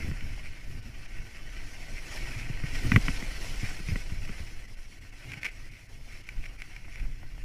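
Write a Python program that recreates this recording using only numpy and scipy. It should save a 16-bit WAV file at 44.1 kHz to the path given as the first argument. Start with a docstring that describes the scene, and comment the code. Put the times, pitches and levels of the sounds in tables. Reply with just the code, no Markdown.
"""On a packed-snow slope, a wooden sled runs downhill with a cased camera and its microphone riding on it.
The runners hiss and grind as filtered noise and breaking grains, harder through a turn, with short skids.
Bumps thump the frame as decaying swings and knock the camera mount; the wood clacks softly.
Crumbs of snow tick on the case as short blows; its resonances colour everything.
Behind them lie the frame's rumble, gusty wind on the microphone and a thin hiss of the microphone."""
import sys
import numpy as np
from scipy import signal
from scipy.fft import rfft, irfft, next_fast_len
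from scipy.io import wavfile
from scipy.ndimage import uniform_filter1d, map_coordinates

SR = 44100
rng = np.random.default_rng(int(sys.argv[2]) if len(sys.argv) > 2 else 0)


def waveform_to_disk(signal):
    """Save audio, clipped to [-1, 1], as 16-bit WAV at the path in sys.argv[1]."""
    frames = np.transpose(np.atleast_2d(signal))
    scaled = np.clip(frames, -1, 1) * 32767
    samples = np.round(scaled).astype(np.int16)
    wavfile.write(sys.argv[1], SR, samples)


N = 328104


def amp(db):
    """Decibels to gain."""
    return 10 ** (np.asarray(db) / 20)


def unit(x):
    """Scale to rms 1."""
    return x / np.sqrt(np.mean(x ** 2) + 1e-20)


def clock():
    """Time of every sample, in seconds."""
    return np.arange(N) / SR


def curves(rows):
    """One value per sample for each column after the time."""
    times, *columns = np.transpose(rows)
    return [np.interp(clock(), times, column) for column in columns]


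def wobble(rate):
    """A smooth random curve, rate knots a second."""
    knots = rng.standard_normal(int(N * rate / SR) + 4)
    return map_coordinates(knots, [np.arange(N) * rate / SR])


def add(track, start_s, sound):
    """Mix a sound into the track at its start time."""
    room = track[max(0, round(start_s * SR)):][:len(sound)]
    room += sound[:len(room)]


# resonances and notches of the camera case: centre_hz, width_hz, lift_db
CASE_MODES = [(708, 91, 3), (1100, 720, 1.5), (1515, 165, 5.5), (1674, 51, -9), (2050, 480, 2.5),
              (2250, 214, 2.5), (2635, 430, 2), (3770, 150, -4), (4240, 160, 4), (5500, 1140, 7.5),
              (8250, 570, -3.5), (9840, 600, 2.5)]


def response(spectrum, size=16384):
    """Minimum-phase impulse response, peak 1, of a source spectrum heard through the case."""
    hz = np.fft.rfftfreq(size, 1 / SR)
    freq_hz, level_db = np.transpose(spectrum)
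    db = np.interp(np.log(hz + 1), np.log(freq_hz + 1), level_db)
    for centre, width, lift in CASE_MODES:
        db = db + lift / (1 + (2 * (hz - centre) / width) ** 2)
    # fold the cepstrum forward in time, so nothing sounds before its cause
    cepstrum = irfft(np.log(amp(db)))
    cepstrum[1:size // 2] *= 2
    cepstrum[size // 2 + 1:] = 0
    impulse = irfft(np.exp(rfft(cepstrum)))
    return impulse / np.abs(impulse).max()


def through(x, spectrum):
    """Colour an excitation with a source spectrum and the case."""
    return signal.fftconvolve(x, response(spectrum))[:N]


def case_ring(x, share, t60):
    """The case and its mount ring on faintly in many close modes: a decaying noise tail."""
    t = np.arange(SR // 8) / SR
    decay = amp(-60 * t / t60) * (1 - np.exp(-t / 0.001))
    tail = rng.standard_normal(len(t)) * decay
    return x + share * signal.fftconvolve(x, tail / np.linalg.norm(tail))[:N]


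def crunch(rate, spread_db):
    """Snow grains breaking, rate a second, of widely scattered size; rms 1."""
    breaks = rng.random(N) < rate / SR
    sizes = rng.standard_normal(N) * amp(spread_db * rng.standard_normal(N))
    return unit(breaks * sizes)


def patchy(x, depth_db):
    """Let the colour shimmer in patches about 170 Hz wide and 35 ms long."""
    z = signal.stft(x, nperseg=1024)[2]
    field = uniform_filter1d(rng.standard_normal(z.shape), size=4, axis=0)
    field = uniform_filter1d(field, size=3, axis=1)
    return signal.istft(z * amp(depth_db * unit(field)), nperseg=1024)[1][:N]


def contacts(events, spectrum, chatter, t60, rise_s):
    """Sharp blows, each followed by a short chatter of the touching surfaces."""
    force, t = np.zeros(N), np.arange(SR // 20) / SR
    envelope = amp(-60 * t / t60) * (1 - np.exp(-t / rise_s))
    for start_s, db in events:
        blow = chatter * rng.standard_normal(len(t)) * envelope
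        blow[0] += 1
        add(force, start_s, amp(db) * blow)
    return through(force, spectrum)


# brief dips in the hiss: start_s (the middle of each dip)
HISS_DIPS = [.814, 1.071, 4.67, 4.76, 5.003, 5.11, 5.405, 5.503, 5.705, 5.88, 6.228, 6.256, 6.575]
DIP_DB, DIP_HALF_S = 9, 0.01


def dips():
    """Depth in dB of the brief, flat-bottomed dips in the hiss."""
    t = clock()
    return DIP_DB * sum(np.exp(-((t - s) / DIP_HALF_S) ** 4) for s in HISS_DIPS)


# how hard the runners bite: start_s, grind_db, spray_db (both before the trims below)
RUNNER_BITE = [(0.0, -45, -55.5), (0.14, -52, -60), (0.85, -54.5, -60.5), (1.14, -53, -61),
               (1.95, -51.5, -55), (2.15, -45, -49), (2.61, -50, -59), (2.78, -43.5, -47),
               (2.92, -41.5, -48.5), (3.44, -47, -49), (3.75, -47.5, -51.5), (4.08, -52.5, -55),
               (4.41, -50.5, -56), (4.81, -59.5, -61), (5.06, -58.5, -62.5), (5.34, -50, -59),
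               (5.78, -61.5, -64), (6.07, -58.5, -60.5), (6.32, -56, -62), (7.44, -58.5, -66)]
# colour of the grinding, before the case: freq_hz, level_db (relative)
GRIND_COLOUR = [(100, -13.5), (290, 2), (420, -4), (600, -6.5), (1100, -7.5), (2100, 2.5), (3000, -2),
                (3600, -16), (5000, -15.5), (9000, -25), (16000, -53)]
# colour of the fine spray, before the case: freq_hz, level_db (relative)
SPRAY_COLOUR = [(1000, -47), (3000, 2), (4500, 0.5), (6500, -2.5), (8200, -3), (10500, -6.5), (13000, -13),
                (15500, -20.5)]
GRIND_TRIM_DB, SPRAY_TRIM_DB = 0.5, 0.5
SKID_SPRAY_DB = 2  # a skid throws up this much more spray


def runners():
    """The runners crush grains and throw a fine spray; their pressure flutters with the uneven snow."""
    grind_db, spray_db = curves(RUNNER_BITE)
    t = clock()
    skidding = sum(np.exp(-((t - s) / half_s) ** 2) for s, _, half_s in SKIDS)
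    pressure_db = 0.95 * wobble(18) + 0.76 * wobble(70)

    grains = rng.standard_normal(N) + 0.8 * crunch(rate=1500, spread_db=3.5)
    grains = grains * amp(pressure_db + 1.14 * wobble(45))
    grind = unit(through(patchy(grains, depth_db=2.5), GRIND_COLOUR))
    grind = case_ring(amp(grind_db + GRIND_TRIM_DB) * grind, share=0.31, t60=0.096)

    crystals = rng.standard_normal(N) + 0.45 * crunch(rate=3000, spread_db=3.5)
    powder = crystals * amp(pressure_db + 0.81 * wobble(25))
    spray = unit(through(patchy(powder, depth_db=3.0), SPRAY_COLOUR))
    spray = amp(spray_db + SPRAY_TRIM_DB + SKID_SPRAY_DB * skidding) * spray

    dip_db = dips()
    return grind * amp(-0.35 * dip_db) + spray * amp(-dip_db)  # the grinding dips less


# colour of the churned snow, before the case: freq_hz, level_db (relative)
PLOUGH_COLOUR = [(100, -18.5), (250, -2), (420, -1), (600, -5), (950, -7.5), (1200, -16.5), (3000, -31.5)]
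PLOUGH_DB = -5  # against the untrimmed spray


def ploughing():
    """Cutting deeper, the runners churn the snow aside: a dull rush that rises with the spray."""
    _, spray_db = curves(RUNNER_BITE)
    rush_db = spray_db + PLOUGH_DB + 2.6 * wobble(30) - dips()
    return amp(rush_db) * unit(through(rng.standard_normal(N), PLOUGH_COLOUR))


# the runners skid over rough patches: start_s (the middle), level_db (before the ring), half_length_s
SKIDS = [(0.27, -54, 0.093), (0.458, -49, 0.03), (1.978, -46.5, 0.036), (2.4, -43, 0.036),
         (2.753, -37, 0.0067), (3.657, -43.5, 0.044), (3.898, -46, .04), (5.317, -46.5, 0.019),
         (5.457, -43, 0.043), (5.753, -54.5, 0.1), (6.131, -51, 0.05), (6.444, -48, 0.013),
         (6.602, -48, 0.016), (6.977, -49, 0.07)]
# colour of snow hitting or scraping, before the case: freq_hz, level_db (relative)
TICK_COLOUR = [(200, -8), (1000, -14.5), (1700, 0), (2300, 9), (3200, -7.5), (4500, -15), (8500, -20),
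               (12500, -24.5), (15000, -31)]


def scrapes():
    """A skid is a short swell of coarser grains, ringing on in the case."""
    t = clock()
    swell = sum(amp(db) * np.exp(-((t - s) / half_s) ** 2) for s, db, half_s in SKIDS)
    grains = unit(through(crunch(rate=3400, spread_db=5.5), TICK_COLOUR))
    return case_ring(swell * grains, share=0.25, t60=0.1)


# bumps in the track: start_s, thump_db (before the attack), pitch_hz, knock_db (before the mount's level)
TRACK_BUMPS = [(0.045, -22, 87, -45), (0.087, -26.5, 153, -45), (.114, -21, 123, -27), (.224, -28, 67, -38),
               (2.499, -23, 140, -44), (2.638, -18.5, 142.4, -26), (2.846, -24, 113, -39),
               (2.9187, -11, 92.5, -5), (2.942, -16, 110, -42), (2.961, -4, 125, -2),
               (2.9733, -11, 201, -26), (3.083, -18, 125, -9.5), (3.2243, -23.5, 194, -22.5),
               (3.631, -20, 105, -42), (3.801, -28, 169, -40), (3.887, -18.5, 140, -28),
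               (3.919, -17, 88, -38), (3.958, -18.5, 229, -19.5), (4.121, -24, 87, -40),
               (4.2929, -23.5, 206, -26.5), (4.402, -26, 73.4, -42), (5.371, -32, 148, -45)]
# colour of the shaken frame, before the case: freq_hz, level_db (relative)
FRAME_COLOUR = [(30, -17), (70, 4.5), (115, 8), (180, -12), (250, -6), (380, -19), (700, -32.5),
                (2000, -45)]
SWING_CYCLES, THUMP_ATTACK_S = 7.1, 0.0015  # a thump dies away (60 dB) in this many cycles
OVERTONE, OVERTONE_DB = 1.845, -12.5  # the frame's second mode, relative to its first


def bumps():
    """Each bump sets the loaded frame swinging for a few cycles, with a dull shudder."""
    track, t = np.zeros(N), np.arange(SR // 4) / SR
    attack = 1 - np.exp(-t / THUMP_ATTACK_S)
    for start_s, db, hz, _ in TRACK_BUMPS:
        shudder = unit(through(rng.standard_normal(len(t)), FRAME_COLOUR)[:len(t)])
        phase = 2 * np.pi * hz * t
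        swing = -np.sin(phase) - amp(OVERTONE_DB) * np.sin(OVERTONE * phase) + 0.34 * shudder
        decay = amp(db - 60 * hz * t / SWING_CYCLES)
        add(track, start_s, decay * attack * swing)
    return track


# colour of the knocked mount, before the case: freq_hz, level_db (relative)
KNOCK_COLOUR = [(100, 5), (270, 20), (420, -22), (750, -20.5), (1150, -0.5), (1550, -4.5), (1980, 4),
                (2550, -5), (3000, -8), (3800, -23.5), (7000, -33.5), (15000, -46)]
MOUNT_DB = -5
REBOUND_S, REBOUND_DB = 0.00202, -5.5  # delay and relative level of the rebound


def mount_knocks():
    """Each bump knocks the camera mount, which strikes back once and rings on."""
    blows = []
    for start_s, _, _, db in TRACK_BUMPS:
        blows.append((start_s, db))
        blows.append((start_s + REBOUND_S, db + REBOUND_DB))
    mount = contacts(blows, KNOCK_COLOUR, chatter=0.14, t60=0.014, rise_s=0.0013)
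    return case_ring(amp(MOUNT_DB) * mount, share=0.083, t60=0.065)


# snow hits the case: start_s, level_db (before the hits' level), length_s (a spatter if over the gap)
SNOW_HITS = [(.209, -28, 0), (1.0606, -37, 0.004), (2.172, -26, 0.0049), (5.319, -23, 0.0026),
             (5.3355, -26, 0.0053), (5.4322, -19.5, 0.0044), (5.446, -19.5, 0.023), (6.2899, -22.5, 0),
             (6.457, -30.5, 0.0051), (6.620, -22, 0), (6.7643, -28.5, 0)]
HIT_DB = -4
CRUMB_GAP_S, CRUMB_SCATTER_S, CRUMB_SPREAD_DB = 0.0046, 0.0005, 1.2
STRAY_PER_S, STRAY_DB = 28, 8.5  # stray crumbs; level over the untrimmed grinding


def crumbs():
    """Start (s) and level (dB) of every crumb: a spatter is a quick, uneven run of them."""
    hits = []
    for start_s, db, length_s in SNOW_HITS:
        hits.append((start_s, db))
        for lag in np.arange(CRUMB_GAP_S, length_s, CRUMB_GAP_S):
            hit_s = start_s + lag + CRUMB_SCATTER_S * rng.standard_normal()
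            hits.append((hit_s, db + CRUMB_SPREAD_DB * rng.standard_normal()))
    return hits


def stray_crumbs():
    """Small crumbs fly up at random, louder the harder the runners grind."""
    grind_db, _ = curves(RUNNER_BITE)
    strikes = rng.random(N) < STRAY_PER_S / SR
    return through(strikes * amp(grind_db + STRAY_DB), TICK_COLOUR)


def case_ticks():
    """Spattered and stray crumbs strike the case, which rings on faintly."""
    hits = contacts(crumbs(), TICK_COLOUR, chatter=0.2, t60=0.015, rise_s=0.0012)
    return case_ring(amp(HIT_DB) * hits + stray_crumbs(), share=0.15, t60=0.18)


# the wooden frame clacks softly: start_s
WOOD_CLACKS = [.377, 6.882, 7.054, 7.231, 7.380]
# colour of the clacking wood, before the case: freq_hz, level_db (relative)
CLACK_COLOUR = [(150, -46), (450, -3), (800, 7.5), (1200, -2), (2000, -1.5), (4000, -26), (15000, -45)]
CLACK_DB = -41.5


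def frame_clacks():
    """Parts of the wooden frame touch: one sharp, equally soft blow each time."""
    blows = [(start_s, CLACK_DB) for start_s in WOOD_CLACKS]
    return contacts(blows, CLACK_COLOUR, chatter=0.088, t60=0.022, rise_s=0.001)


# roughness of the track: start_s, rumble_db (before the trim)
TRACK_RUTS = [(0.0, -38), (0.29, -54.5), (1.01, -54), (1.76, -56), (2.71, -44), (2.94, -35), (3.34, -55),
              (3.83, -48.5), (4.91, -60), (5.26, -55.5), (6.36, -59), (7.44, -56)]
RUMBLE_TRIM_DB = 3.5


def frame_rumble():
    """Small ruts shake the frame: unevenly swelling noise in the frame's colour."""
    rumble_db, = curves(TRACK_RUTS)
    shaking = rng.standard_normal(N) * amp(4.6 * wobble(22))
    return amp(rumble_db + RUMBLE_TRIM_DB) * unit(through(shaking, FRAME_COLOUR))


# wind on the microphone: start_s, wind_db (before trim and gusts)
WIND_LEVEL = [(0.0, -39.5), (0.87, -46), (2.22, -44), (2.92, -35.5), (4.18, -40), (5.2, -53), (7.44, -43)]
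# the strongest gusts: start_s (the middle of each)
STRONG_GUSTS = [.26, .7, 1.19, 2.22, 6.39, 7.04]
# colour of the buffeting, before the case: freq_hz, level_db (relative)
BUFFET_COLOUR = [(5, -9.5), (14, -3.5), (24, -6), (40, -11.5), (65, -26.5), (120, -29), (300, -45),
                 (1000, -73)]
BUFFET_TRIM_DB, GUST_DB, GUSTS_PER_S = 6.5, 1.5, 8.6  # trim, depth and pace of the gusts
GUST_LIFT_DB, GUST_HALF_S = 10, 0.04  # the strongest gusts


def wind():
    """Gusty eddies push on the microphone: low noise whose level wanders and briefly surges."""
    wind_db, = curves(WIND_LEVEL)
    t = clock()
    gusting = sum(np.exp(-((t - s) / GUST_HALF_S) ** 2) for s in STRONG_GUSTS)
    buffet_db = wind_db + BUFFET_TRIM_DB + GUST_LIFT_DB * gusting + GUST_DB * wobble(GUSTS_PER_S)
    return amp(buffet_db) * unit(through(rng.standard_normal(N), BUFFET_COLOUR))


# colour of the microphone's hiss, before the case colouring: freq_hz, level_db (relative)
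HISS_COLOUR = [(500, -8), (3000, -26), (8000, -1), (15500, -3)]
HISS_DB = -74  # outside the dips


def microphone_hiss():
    """Thin hiss of the microphone: filtered noise, level except for the brief dips."""
    return amp(HISS_DB - dips()) * unit(through(rng.standard_normal(N), HISS_COLOUR))


def scene():
    """Sliding, blows and wind at one microphone."""
    sliding = runners() + ploughing() + scrapes()
    blows = bumps() + mount_knocks() + case_ticks() + frame_clacks()
    background = frame_rumble() + wind() + microphone_hiss()
    return (sliding + blows + background)[None]


TOP_HZ = 15400


def record(dry):
    """The camera keeps nothing above its band limit."""
    size = next_fast_len(N + SR // 2)
    kept = np.fft.rfftfreq(size, 1 / SR) < TOP_HZ
    return irfft(rfft(dry, size) * kept, size)[..., :N]


dry = scene()
out = record(dry)
waveform_to_disk(out)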